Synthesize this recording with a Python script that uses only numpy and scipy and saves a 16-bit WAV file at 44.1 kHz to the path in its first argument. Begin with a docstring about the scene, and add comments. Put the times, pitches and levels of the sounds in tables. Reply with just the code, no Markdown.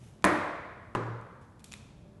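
"""A faint slide, then two loud snaps: hands work a trekking pole's lever lock above a wooden table.
In each snap the clamp hits home with a knock, hard parts rattle and the tubes ring. The quiet room
echoes, and a low tone follows the second snap. Then the plastic lever swings over with small clicks.
Tubes and fingers slide softly over a low room rumble."""
import sys
import numpy as np
from scipy import signal
from scipy.fft import rfft, irfft, next_fast_len
from scipy.io import wavfile
from scipy.ndimage import uniform_filter1d, map_coordinates

SR = 44100
rng = np.random.default_rng(int(sys.argv[2]) if len(sys.argv) > 2 else 0)


def generate_wav(sig):
    """Save sig (samples, or channels by samples) to the path in sys.argv[1] as 16-bit PCM at SR."""
    pcm = np.round(np.clip(np.atleast_2d(sig).T, -1, 1) * 32767).astype(np.int16)
    wavfile.write(sys.argv[1], SR, pcm)


N = 97020
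T = np.arange(N) / SR

# the lock's two snaps: t/s, knock level/dB, echo over knock/dB, tube ring/dB, thump f/Hz, thump level/dB
SNAPS = [(0.2427, -16.5, 6, -25, 188.4, -24.5), (0.9509, -24.5, 3.5, -43, 164.6, -31.5)]


def snaps(knock_t60=0.061, thump_t60=0.16, rise_s=0.0036):
    """The lock snaps with a dull knock and a thump, and the tubes ring on."""
    # tone colour of each knock: f/Hz, relative level/dB
    first_knock = [(30, -28.5), (70, -10), (130, -7), (190, 0), (250, -5), (320, 3), (420, -6.5), (600, -2),
                   (800, -6.5), (1080, -1.5), (1500, -6), (1950, -6.5), (2350, -12.5), (2800, -23),
                   (3600, -24.5), (5000, -32), (8000, -35), (11500, -35.5)]
    second_knock = [(30, -10), (70, -18), (165, 6.5), (235, -0.5), (295, 1), (400, 3), (520, -0.5),
                    (700, -8), (1000, 0), (1250, -2.5), (1600, -7), (2100, -15), (2800, -24.5),
                    (5000, -33.5), (8000, -38), (11500, -48)]
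    # the notes the tubes ring at: f/Hz, relative level/dB, t60/s (time to fade by 60 dB)
    tube_notes = [(305.5, -1, 0.7), (594, -7.5, 0.93), (678, -4.5, 0.41), (846, -16.5, 0.97), (1013, -7, 1),
                  (1010, -23.5, 0.61), (1137, -26, 0.31), (1340, -14, 0.44), (1637, -11, 0.15),
                  (1710, -21.5, 0.78), (298.3, 0, .45)]
    out = np.zeros(N)
    for snap, colour in zip(SNAPS, (first_knock, second_knock)):
        start, knock_db, echo_db, ring_db, thump_hz, thump_db = snap
        thump = amp(thump_db) * np.sin(2 * np.pi * thump_hz * T) * fade(thump_t60)
        tubes = amp(ring_db) * ring(tube_notes, scatter_db=3.0)
        knock = amp(knock_db) * echoing_hit(colour, knock_t60, echo_db)
        out += at(start, knock + (thump + tubes) * rise(rise_s))
    return out


def clamp_blows(rise_s=0.0001):
    """In each snap the clamp hits home and bounces once, shaking briefly both times."""
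    # hits and bounces: t/s, level/dB, f/Hz, t60/s
    blows = [(.2424, -7.5, 1020, 0.006), (.2477, -11.5, 1750, 0.015), (.9510, -19.5, 1020, 0.018),
             (.9568, -24, 1007, 0.022)]
    return sum(at(start, -amp(db) * np.sin(2 * np.pi * hz * T) * fade(t60) * rise(rise_s))
               for start, db, hz, t60 in blows)


def rattle(echo_db=-16):
    """Hard parts rattle together for a few milliseconds in each snap."""
    # each touch: t/s, level/dB, t60/s, treble tilt/(dB per octave)
    contacts = [(0.2426, -18.5, 0.014, -7), (0.2463, -23, 0.012, 9), (0.2509, -15, 0.0033, 4),
                (0.2552, -24, .008, 13), (0.9503, -28.5, 0.028, -13.5), (0.952, -46, 0.013, -5),
                (0.9587, -39, 0.0072, -9)]
    # their tone colour before the tilt: f/Hz, relative level/dB
    colour = [(400, -29), (2000, -4), (3300, -3), (5000, -8), (8500, 1.5), (10300, 1.5), (11500, -3.5)]
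    lowest_hz = colour[0][0]
    out = np.zeros(N)
    for start, db, t60, tilt in contacts:
        tilted = lambda hz: amp(tilt * np.log2(np.maximum(hz, lowest_hz)))
        out += at(start, amp(db) * echoing_hit(colour, t60, echo_db, tilted))
    return out


def lever_clicks():
    """The plastic lever ticks against its stops: a short crack and a brief ring, with the bass cut."""
    # each click: t/s, level/dB, t60/s, bass cut/Hz, ring over crack/dB
    clicks = [(.2235, -51.5, 0.015, 800, -20), (1.212, -59.5, 0.015, 4000, -20),
              (1.594, -61, 0.049, 2500, -16), (1.603, -60.5, 0.044, 1200, -15),
              (1.6421, -40, 0.027, 3750, -28), (1.7164, -49, 0.024, 1050, -15),
              (1.7217, -35, 0.0061, 1800, -6), (1.728, -54, 0.027, 2000, 0),
              (1.7308, -40.5, 0.0084, 1492, -1), (1.738, -36.5, 0.015, 600, -8)]
    # the notes the lever rings at: f/Hz, relative level/dB, t60 as a multiple of the crack's
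    lever_notes = [(2470, -2, 2.4), (3530, 0, 0.85), (5600, -10, 0.52), (7110, 1, 1.5)]
    # tone colour of the crack: f/Hz, relative level/dB
    colour = [(400, -6), (1000, 8), (1900, -0.5), (2460, 8), (2900, -0.5), (3600, 2.5), (4700, -4),
              (7500, -4), (11000, -8)]
    out = np.zeros(N)
    for start, db, t60, cut_hz, ring_db in clicks:
        bass_cut = lambda hz: hz ** 2 / (hz ** 2 + cut_hz ** 2)
        notes = [(hz, level + 20 * np.log10(bass_cut(hz)), life * t60) for hz, level, life in lever_notes]
        crack = echoing_hit(colour, t60, echo_db=-4, shape=bass_cut)
        ringing = amp(ring_db) * ring(notes, scatter_db=2.5)
        out += at(start, amp(db) * (crack + ringing))
    return out


def low_tone(hz=115.74, db=-36.5, rise_s=0.0084, hold_s=0.2, t60=0.41):
    """A low tone holds for a moment after the second snap, then dies away."""
    loudness = rise(rise_s) * fade(t60, np.maximum(T - hold_s, 0))
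    return at(SNAPS[1][0], amp(db) * loudness * np.sin(2 * np.pi * hz * T))


def sliding(grain_db=2, echo_db=-1, echo_t60=0.87):
    """Smooth tubes slide with a thin, grainy hiss that lingers in the room."""
    # each stroke: t/s, length/s, level/dB
    strokes = [(-.03, 0.15, -67.5), (1.413, 0.022, -75)]
    # tone colour of the hiss: f/Hz, relative level/dB
    colour = [(500, -9), (3000, 3.5), (4500, -5), (6000, -0.5), (9500, -4.5), (11500, -4.5)]
    grain = amp(grain_db * unit(uniform_filter1d(rng.standard_normal(N), size=90)))
    loudness = np.zeros(N)
    for start, length, db in strokes:
        echo = (T > start) * fade(echo_t60, np.abs(T - start - length))  # loudest as the stroke ends
        loudness += amp(db) * (swell(start, length) + amp(echo_db) * echo)
    return unit(noise(colour) * grain) * loudness


def echoing_hit(colour, t60, echo_db, shape=lambda hz: 1):
    """A short noisy hit and the room's answer: near walls first, then a long, smooth echo."""
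    # how long the room echoes at each pitch: f/Hz, t60/s
    room_decay = [(100, 0.77), (250, 0.6), (500, 1.304), (1200, 1.24), (2200, 1.26), (4000, 1.135),
                  (7500, 0.82), (11000, 0.55)]
    direct = noise(colour, shape) * fade(t60)
    hz, t, bands = signal.stft(noise(colour, shape), SR, nperseg=256)
    bands = bands * fade(along(room_decay, hz)[:, None], t)
    tail = signal.istft(bands, SR, nperseg=256)[1][:N]
    near_walls = 1 + amp(-5.5) * fade(t60=0.19)
    echo = unit(tail * near_walls * rise(seconds=0.0033))
    direct_level = np.sqrt(np.mean(fade(t60) ** 2))
    return direct + amp(echo_db) * direct_level * at(0.008, echo)  # the echo comes 8 ms late


def background(rumble_db=-53.5, waver_db=0.35, wavers_per_s=6):
    """The room rumbles softly while faint tones come and go."""
    # each tone: t/s, length/s, f/Hz, level/dB
    faint_tones = [(-.1, 0.26, 115.4, -55.5), (1.561, 0.26, 208.4, -55.5), (2.023, 0.16, 207, -57),
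                   (2.011, 0.21, 585, -63), (2.006, 0.28, 387, -64)]
    # tone colour of the rumble: f/Hz, relative level/dB
    colour = [(25, -18), (45, -4.5), (63, 1.5), (85, 2.5), (120, 4.5), (200, -1.5), (280, -7.5), (600, -15),
              (1200, -22.5), (2500, -35.5), (5000, -39), (10000, -42)]
    waver = map_coordinates(rng.standard_normal(64), [T * wavers_per_s])
    tones = sum(amp(db) * swell(start, length) * sine(hz) for start, length, hz, db in faint_tones)
    return amp(rumble_db + waver_db * waver) * noise(colour) + tones


def amp(db):
    """Turn decibels into a volume factor."""
    return 10 ** (np.asarray(db) / 20)


def unit(x):
    """Scale x to an average (rms) level of 1."""
    return x / np.sqrt(np.mean(x ** 2) + 1e-20)


def along(points, hz):
    """Read a curve of (f/Hz, value) points at hz, on a log scale of frequency."""
    freqs, values = np.transpose(points)
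    return np.interp(np.log(hz + 1), np.log(freqs + 1), values)


def rise(seconds):
    """Climb from 0 towards 1, about two thirds of the way in the given time."""
    return 1 - np.exp(-T / seconds)


def fade(t60, t=T):
    """Die away by 60 dB in t60 seconds."""
    return np.exp(-np.log(1000) * t / t60)


def swell(start, length):
    """A rounded rise and fall."""
    return np.sqrt(np.abs(np.sin(np.pi * np.clip((T - start) / length, 0, 1))))


def at(start, x):
    """Delay x by start seconds."""
    return np.pad(x, (max(round(start * SR), 0), 0))[:N]


def filtered(x, gain):
    """Turn each frequency in x up or down by gain(hz)."""
    size = next_fast_len(N + SR // 2)
    return irfft(rfft(x, size) * gain(np.fft.rfftfreq(size, 1 / SR)), size)[:N]


def noise(colour, shape=lambda hz: 1):
    """Noise of level 1 with a tone colour and an optional extra filter, shape."""
    return unit(filtered(rng.standard_normal(N), lambda hz: amp(along(colour, hz)) * shape(hz)))


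def sine(hz):
    """A pure tone that starts anywhere in its cycle."""
    return np.sin(2 * np.pi * (hz * T + rng.random()))


def ring(notes, scatter_db):
    """The fading notes of a struck part, each a little louder or softer every time."""
    return sum(amp(db + scatter_db * rng.normal()) * fade(t60) * sine(hz) for hz, db, t60 in notes)


def scene():
    """All the sounds together in one channel."""
    lock = snaps() + clamp_blows() + rattle() + lever_clicks()
    return (lock + sliding() + low_tone() + background())[None]


def record(dry, peak_db=-8, top_hz=11600):
    """The recorder rounds off the loudest peaks and cuts the treble above top_hz."""
    rounded = dry[0] / (1 + np.abs(dry[0] / amp(peak_db)) ** 4) ** (1 / 4)
    return filtered(rounded, lambda hz: 1 / (1 + (hz / top_hz) ** 80))[None]


dry = scene()
out = record(dry)
generate_wav(out)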